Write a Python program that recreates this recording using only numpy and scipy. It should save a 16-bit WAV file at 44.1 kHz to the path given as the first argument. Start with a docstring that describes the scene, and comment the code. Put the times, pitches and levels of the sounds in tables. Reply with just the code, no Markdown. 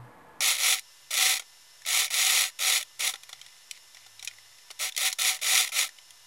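"""You hear stretchy fabric swish over a table in short strokes, up close, in a small dry room.
Each stroke is a swarm of tiny clicks from slipping threads, and the table rings softly underneath.
Between strokes, folds tick and snap as they let go, and the resting fingers make a faint crackle.
A soft boom and dull room noise open the scene; from the first stroke on, the background is
a faint hiss with a thin electrical whine and a low hum."""
import sys
import numpy as np
from scipy import signal
from scipy.fft import rfft, irfft
from scipy.io import wavfile

SR = 44100
rng = np.random.default_rng(int(sys.argv[2]) if len(sys.argv) > 2 else 0)


def generate_wav(signal):
    """Clip the signal to [-1, 1] and save it as 16-bit WAV at the path in sys.argv[1]."""
    frames = np.transpose(np.atleast_2d(signal))
    scaled = np.clip(frames, -1, 1) * 32767
    pcm = np.round(scaled).astype(np.int16)
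    wavfile.write(sys.argv[1], SR, pcm)


N = 276418
TIME = np.arange(N) / SR

# pushes of the hand: start/s, length/s, relative level at full speed/dB, quieter on landing by/dB,
# speeding up/s, quieter on lifting by/dB, slowing down/s
STROKES = [(0.405, 0.17, -22.5, 5, 0.074, 16.5, 0.07), (0.576, 0.21, -22.4, 10.5, 0.087, 20.5, 0.061),
           (1.105, 0.28, -22.5, 10.5, 0.12, 16, 0.07), (1.858, 0.22, -23, 10, 0.098, 18.5, 0.065),
           (2.102, 0.4, -22.5, 9.5, 0.11, 22.5, 0.089), (2.588, 0.24, -23.1, 9.5, 0.092, 21.5, 0.071),
           (2.991, 0.14, -23.5, 9, 0.098, 17, 0.066), (4.79, 0.11, -19.5, 16.5, 0.081, 23.5, 0.081),
           (4.974, 0.14, -20.5, 11, 0.16, 21.5, 0.043), (5.185, 0.19, -22.5, 6.5, 0.11, 22.5, 0.085),
           (5.413, 0.27, -21.5, 11.5, 0.12, 20.5, 0.078), (5.721, 0.16, -21.5, 12.5, 0.092, 16.5, 0.1)]
# the resting fingers shift their hold: start/s, length/s, crackle level/dB, relative tick level/dB
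FINGER_SHIFTS = [(3.219, .44, -60, -41.5), (3.723, .06, -51, -42), (3.924, .16, -60, -45),
                 (4.186, .14, -53.5, -42), (4.332, .42, -68, -47)]
# tone of the fabric's hiss: f/Hz, relative level/dB
WEAVE_TONE = [(1400, -22.5), (1680, -19.5), (1800, -5), (2050, 1), (2450, -0.5), (2650, -4.5), (4000, -5),
              (5000, -9.5), (7000, -10), (8400, -10.5), (11500, -9), (12600, -14.5), (15700, -14)]
# peaks and dips in that hiss: f/Hz, width/Hz, boost/dB
WEAVE_PEAKS = [(2130, 73, -1), (3120, 83, 1), (3526, 210, 6.5), (3845, 144, 5.5), (4210, 117, 5.5),
               (4850, 190, 4.5), (5645, 350, 7.5), (6060, 480, 4), (6830, 390, 8.5), (7800, 410, 5),
               (9210, 300, 6.5), (10290, 330, 8), (14100, 180, 6), (13980, 160, -5), (15200, 270, -21)]
# tone of the table's low ring under the cloth: f/Hz, relative level/dB
TABLE_TONE = [(60, -42), (160, -23.5), (250, -22), (400, -9.5), (520, -4), (660, -5.5), (900, -6),
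              (1200, -0.5), (1450, 0), (1650, -18), (1900, -23)]


def fabric_strokes():
    """The sliding cloth hisses and makes the table ring: smooth when fast, grainy when slow."""
    # the table's resonances under a light touch: f/Hz, width/Hz, boost/dB
    light_peaks = [(600, 61, 12.5), (730, 120, 7), (1000, 30, -14), (1334, 110, 11.5)]
    # its resonances under a firm hand: f/Hz, width/Hz, boost/dB
    firm_peaks = [(293, 17, 9), (454, 24, 4), (528, 69, 6), (754.5, 63, 19.5), (891, 39, 9),
                  (1022, 49, 10.5), (1181, 72, 8), (1335, 130, 12), (1550, 26, 14.5)]
    touch_s, bear_down_s, ramp_curve = 0.0036, 0.0573, 1.38
    rub, press, landed = np.zeros((3, N))
    judder_db = 3 * wander(rate_hz=45)  # the slowing hand drags the cloth in small jerks
    for start, length, level_db, landing_db, rise_s, lifting_db, fall_s in STROKES:
        t = np.arange(0, length, 1 / SR)
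        starting, stopping = np.clip([1 - t / rise_s, 1 - (length - t) / fall_s], 0, 1) ** ramp_curve
        jerks_db = stopping * np.interp(start + t, TIME, judder_db)
        stroke_db = level_db - landing_db * starting - lifting_db * stopping + jerks_db
        level = np.minimum(t / touch_s, 1) * amp(stroke_db)
        table_db = -17 + 5.5 * np.exp(-t / 0.028)  # the table rings more as the hand lands
        add(rub, start, level)
        add(press, start, level * amp(table_db))
        add(landed, start, np.minimum(t / bear_down_s, 1) ** 3)
    speed = np.clip(rub / amp(-24), 0, 1)  # 0 is still, 1 is fast
    # the cloth sticks and slides in clumps of a few milliseconds, more so when slow
    clump_db = 2.4 - 1.11 * speed
    clumps = amp(clump_db * wander(rate_hz=153) - clump_db ** 2 * np.log(10) / 20)
    fast = np.sqrt(speed) * friction(per_s=9000, spread_db=2.5)
    slow = np.sqrt(1 - speed) * friction(per_s=2800, spread_db=3.5)
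    weave = ring(rub * clumps * (fast + slow), WEAVE_TONE, WEAVE_PEAKS)
    # the table's note changes as the hand bears down
    firmness = np.minimum(landed, 1) * np.clip(2 * speed, 0, 1) ** 2
    light_slips = np.sqrt(1 - firmness) * slips(per_s=5000, spread_db=3.5)
    firm_slips = np.sqrt(firmness) * slips(per_s=5000, spread_db=-0.5)
    light_ring = ring(press * clumps * light_slips, TABLE_TONE, light_peaks)
    firm_ring = ring(press * clumps * firm_slips, TABLE_TONE, firm_peaks)
    return amp(-0.2) * weave + amp(-1.3) * light_ring + amp(-0.07) * firm_ring


def slips(per_s, spread_db):
    """Threads let go in clicks at random moments; spread_db sets how much their sizes vary."""
    size = amp(spread_db * np.minimum(rng.exponential(1, N), 3))
    return normalise(size * rng.choice([-1, 1], N) * (rng.random(N) < per_s / SR))


def friction(per_s, spread_db):
    """Coarse yarns make dull clicks, fine fibres bright ones; the biggest catches are both."""
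    coarse = split(slips(per_s, spread_db), cross_hz=4950)[0]
    fine = split(slips(per_s, spread_db), cross_hz=4630)[1]
    return normalise(coarse + fine + 0.79 * slips(per_s / 4, spread_db))


def fold_snaps():
    """A fold lets go: a flurry of slips, a brief note from the taut fold, and a flick on the table."""
    # the main snaps: t/s, relative level/dB, relative table ring/dB, relative treble/dB, fold's f/Hz
    main_snaps = [(0.4061, -15, -20, -11, 5630), (0.786, -22.5, -30, -23, 2020), (0.793, -28, -30, 1, 4040),
                  (1.3732, -22, -32, -9, 4270), (1.3948, -24, -9, -4.5, 3200), (1.42, -35, -9, -24, 2020),
                  (1.8188, -38.5, -23, -8, 1770), (1.8509, -27, -26, -27, 2170),
                  (2.079, -24, -23, -28, 2240), (2.827, -26, -27, -3, 3460), (3.1367, -31, -4, -13, 3600),
                  (3.156, -29, -22, -15, 1980), (3.2333, -43.5, -12, -1, 5300),
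                  (3.2915, -33, -7.5, -6.5, 1930), (3.329, -25.5, -14.5, -18, 3440),
                  (3.414, -28.5, -21, -18, 3200), (3.463, -37, -25, -15, 1960),
                  (3.7109, -22, -36, -5.5, 3030), (3.9459, -36.5, -15, -12, 5530),
                  (3.9694, -34.5, -17, -19, 2030), (4.0628, -41, -7.5, -10, 5130),
                  (4.194, -31, -25, -12, 3900), (4.226, -28, -14.5, -8, 5590),
                  (4.2474, -41, -28, 15.5, 5800), (4.2742, -18, -24.5, -14.5, 2470),
                  (4.281, -25, -22, -19, 3170), (4.3115, -34.5, -21, -28, 1990),
                  (4.3849, -38, -16, -25, 2010), (4.7036, -29.5, -8, -20, 2930),
                  (4.7107, -29, -26, -7, 4500), (4.9222, -30, -28, -12, 3520),
                  (4.9485, -30, -37, -19, 3760), (4.9643, -19.5, -25, -3.5, 3200),
                  (4.9766, -16.5, -29, -1, 2010), (5.1168, -25, -27, -13, 5480),
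                  (5.1271, -19, -19, -1.5, 4050), (5.3902, -32, -16, -20, 2060),
                  (5.6773, -28, -29, -7, 3520), (5.69, -30.5, -10, -3, 3150),
                  (5.7192, -24.5, -18, -11, 2400), (5.9853, -33.5, -20, -22, 2990),
                  (6.106, -37, -34, -3.5, 3280)]
    # the table's resonances when a fold flicks it: f/Hz, width/Hz, boost/dB
    flick_peaks = [(435, 80, 2.5), (790, 120, 13.5), (1000, 75, 9), (1410, 120, 7)]
    weave, table, notes = np.zeros((3, N))
    t = np.arange(SR // 10) / SR
    attack = 1 - np.exp(-t / 0.00062)
    noise = rng.choice([-1, 1], N + len(t))
    for start, level_db, table_db, treble_db, hz in main_snaps + small_snaps():
        shape = attack * decay(t, fade_s=0.018 + 0.068 * amp(table_db))  # harder flicks last longer
        flurry = amp(level_db - 10) * shape / shape.max() * noise[round(start * SR):][:len(t)]
        dull, bright = split(flurry, cross_hz=5900)
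        note = attack * decay(t, fade_s=0.02) * np.sin(2 * np.pi * hz * t)
        add(weave, start, dull - amp(treble_db + 7.5) * bright)
        add(table, start, amp(table_db + 3) * flurry)
        add(notes, start, amp(level_db - 4) * note)
    weave = split(ring(weave, WEAVE_TONE, WEAVE_PEAKS), cross_hz=14600)[0]
    return weave + notes + ring(table, TABLE_TONE, flick_peaks)


def small_snaps():
    """Folds catch as each stroke comes to rest, and tick while the fingers shift."""
    rows = []
    for start, length, *_ in STROKES:
        rows += ticks(start + length - 0.04, length=0.053, per_s=45, relative_db=-32)
    for start, length, _, tick_db in FINGER_SHIFTS:
        rows += ticks(start, length, per_s=14, relative_db=tick_db)
    return rows


def ticks(start, length, per_s, relative_db):
    """Lists small snaps scattered unevenly over a stretch of time, as rows for fold_snaps."""
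    scatter_db, table_db, treble_db, low_hz, high_hz = 7, -22, -12.5, 1840, 4450
    count = max(round(length * per_s), 1)
    jitter, size, pitch = rng.random((64, 3))[:count].T
    times = start + length * (np.arange(len(jitter)) + jitter) / count
    levels_db = relative_db + scatter_db * (2 * size - 1)
    pitches_hz = low_hz * (high_hz / low_hz) ** (pitch ** 2)
    return [(t, db, table_db, treble_db, hz) for t, db, hz in zip(times, levels_db, pitches_hz)]


def finger_crackle():
    """Sparse, dull slips of the cloth swell and fade with each shift of the fingers."""
    level = np.zeros(N)
    for start, length, crackle_db, _ in FINGER_SHIFTS:
        add(level, start, amp(crackle_db) * signal.windows.tukey(round(length * SR)))
    dull = split(level * friction(per_s=620, spread_db=6.0), cross_hz=7000)[0]
    return ring(dull, WEAVE_TONE, WEAVE_PEAKS)


def room(x, fade_s, echo_db):
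    """Nearby surfaces add a short, weak tail of echoes to x."""
    t = np.arange(SR // 4) / SR
    echoes = rng.standard_normal(len(t)) * (rng.random(len(t)) < .1)
    echoes *= (t > .003) * decay(t, fade_s)
    return x + amp(echo_db) * signal.oaconvolve(x, echoes / np.linalg.norm(echoes))[:len(x)]


def soft_boom(hz, level_db, fade_s):
    """A low tone that dies away at the very start."""
    return amp(level_db) * np.exp(-(TIME / fade_s) ** 2) * np.sin(2 * np.pi * hz * TIME)


def electrical_whine():
    """Thin, high tones that hold their pitch."""
    # the tones of the whine: f/Hz, relative level/dB
    tones = [(1776, -75), (2030, -74.5), (3553, -75), (3806, -78), (5329, -69.5), (5582, -77), (6089, -77),
             (7101, -75), (9130, -82), (10148, -76), (12177, -80), (13189, -80)]
    drifting_time = TIME + np.cumsum(0.00012 * wander(rate_hz=3.3)) / SR
    return sum(amp(db + 3.5) * sine(hz * drifting_time + rng.random()) for hz, db in tones)


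def low_hum(centre_hz, steady_hz, settles_at_s, settled_for_s):
    """A wavering hum that swells once and settles for a moment on one pitch."""
    pitch_hz = centre_hz + 9 * wander(rate_hz=7.27)
    flutter = normalise(1 + .5 * wander(rate_hz=27))
    level = amp(-82.5 + 2.5 * wander(rate_hz=1.7))
    wavering = level * flutter * sine(np.cumsum(pitch_hz) / SR)
    steady = amp(-73.5) * sine(steady_hz * TIME)
    settled = np.exp(-(2 * (TIME - settles_at_s) / settled_for_s) ** 2)
    return (1 - settled) * wavering + settled * steady


def background(first_stroke_s):
    """Dull room noise until the first stroke; then hiss, whine and hum."""
    # tone of the room noise and of the hiss: f/Hz, relative level/dB
    room_tone = [(25, -16), (75, -17), (110, -13), (330, -7.5), (400, -15), (500, -10.5), (1100, -7),
                 (1350, -13.5), (2100, -18), (2500, -24), (3500, -29), (6000, -35), (13500, -34)]
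    hiss_tone = [(25, -27), (75, -16), (200, -15), (450, -9), (900, -3), (2400, -3.5), (3000, -0.5),
                 (4600, -1), (7200, -1), (8000, -5.5), (11300, -6.5), (12000, -12), (13400, -10)]
    # the peaks in each: f/Hz, width/Hz, boost/dB
    room_peaks = [(477, 32, 9.5), (873, 28, 8.5), (1690, 24, 13)]
    hiss_peaks = [(602, 10, 4.6), (712, 15, 4.1), (982, 28, 8.8), (2864, 79, 8.1), (5330, 370, 6.3),
                  (9700, 170, 3)]
    room_noise = amp(-53) * ring(rng.standard_normal(N), room_tone, room_peaks)
    hiss = amp(-56) * ring(rng.standard_normal(N), hiss_tone, hiss_peaks)
    whine = electrical_whine()
    hum = low_hum(centre_hz=117.5, steady_hz=106, settles_at_s=4.25, settled_for_s=0.63)
    return low_pass(np.where(TIME < first_stroke_s, room_noise, hiss + whine + hum), edge_hz=13500)


def amp(db):
    """Turns decibels into a factor to multiply by."""
    return 10 ** (np.asarray(db) / 20)


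def normalise(x):
    """Scales x to an average power of 1."""
    return x / np.sqrt(np.mean(x ** 2) + 1e-20)


def sine(cycles):
    """A pure tone with an average power of 1."""
    return np.sqrt(2) * np.sin(2 * np.pi * cycles)


def decay(t, fade_s):
    """A fade that drops by 60 dB in fade_s seconds."""
    return np.exp(-np.log(1000) * t / fade_s)


def wander(rate_hz):
    """Random wavering, up to about rate_hz times a second."""
    hz = np.fft.rfftfreq(N, 1 / SR)
    return normalise(irfft(rfft(rng.standard_normal(N)) / (1 + (hz / rate_hz) ** 4), N))


def add(mix, start_s, sound):
    """Mixes a sound in at the given time."""
    part = mix[max(round(start_s * SR), 0):][:len(sound)]
    part += sound[:len(part)]


def split(x, cross_hz):
    """Returns the dull part of x (below cross_hz) and the bright part (above it)."""
    return [signal.lfilter(*signal.butter(2, cross_hz, kind, fs=SR), x) for kind in ("low", "high")]


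def low_pass(x, edge_hz):
    """Steeply cuts everything above edge_hz."""
    return signal.oaconvolve(x, signal.firwin(511, edge_hz, window=("kaiser", 9), fs=SR), "same")


def ring(x, tone, peaks):
    """Filters x so that it takes on a broad tone with ringing peaks on top."""
    size = 4096
    hz = abs(np.fft.fftfreq(size, 1 / SR))
    tone_hz, tone_db = np.transpose(tone)
    db = np.interp(np.log(hz + 1), np.log(tone_hz), tone_db)
    db += sum(boost / (1 + (2 * (hz - f) / width) ** 2) for f, width, boost in peaks)
    # the level falls away beyond the tone's lowest and highest points
    outside = np.maximum(tone_hz[0] / (hz + 1), 1) * np.maximum(hz / tone_hz[-1], 1)
    log_gain = np.log(np.maximum(amp(db) / outside ** 2, 1e-5))
    # minimum phase: the ringing comes after each click, never before
    response = np.fft.ifft(np.exp(np.conj(signal.hilbert(log_gain)))).real[:size // 2]
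    return signal.oaconvolve(x, response / np.linalg.norm(response))[:len(x)]


def scene():
    """Snaps, strokes and crackle in a small room, over the background, in one channel."""
    cloth = fold_snaps() + fabric_strokes() + finger_crackle()
    mix = room(cloth, fade_s=0.099, echo_db=-16.5) + background(first_stroke_s=0.406)
    mix += soft_boom(hz=122, level_db=-42.5, fade_s=0.072)
    return mix[None]


def record(dry):
    """Cuts the highest treble and adds a tiny constant offset."""
    return low_pass(dry[0], edge_hz=15850)[None] + 0.00064


dry = scene()
out = record(dry)
generate_wav(out)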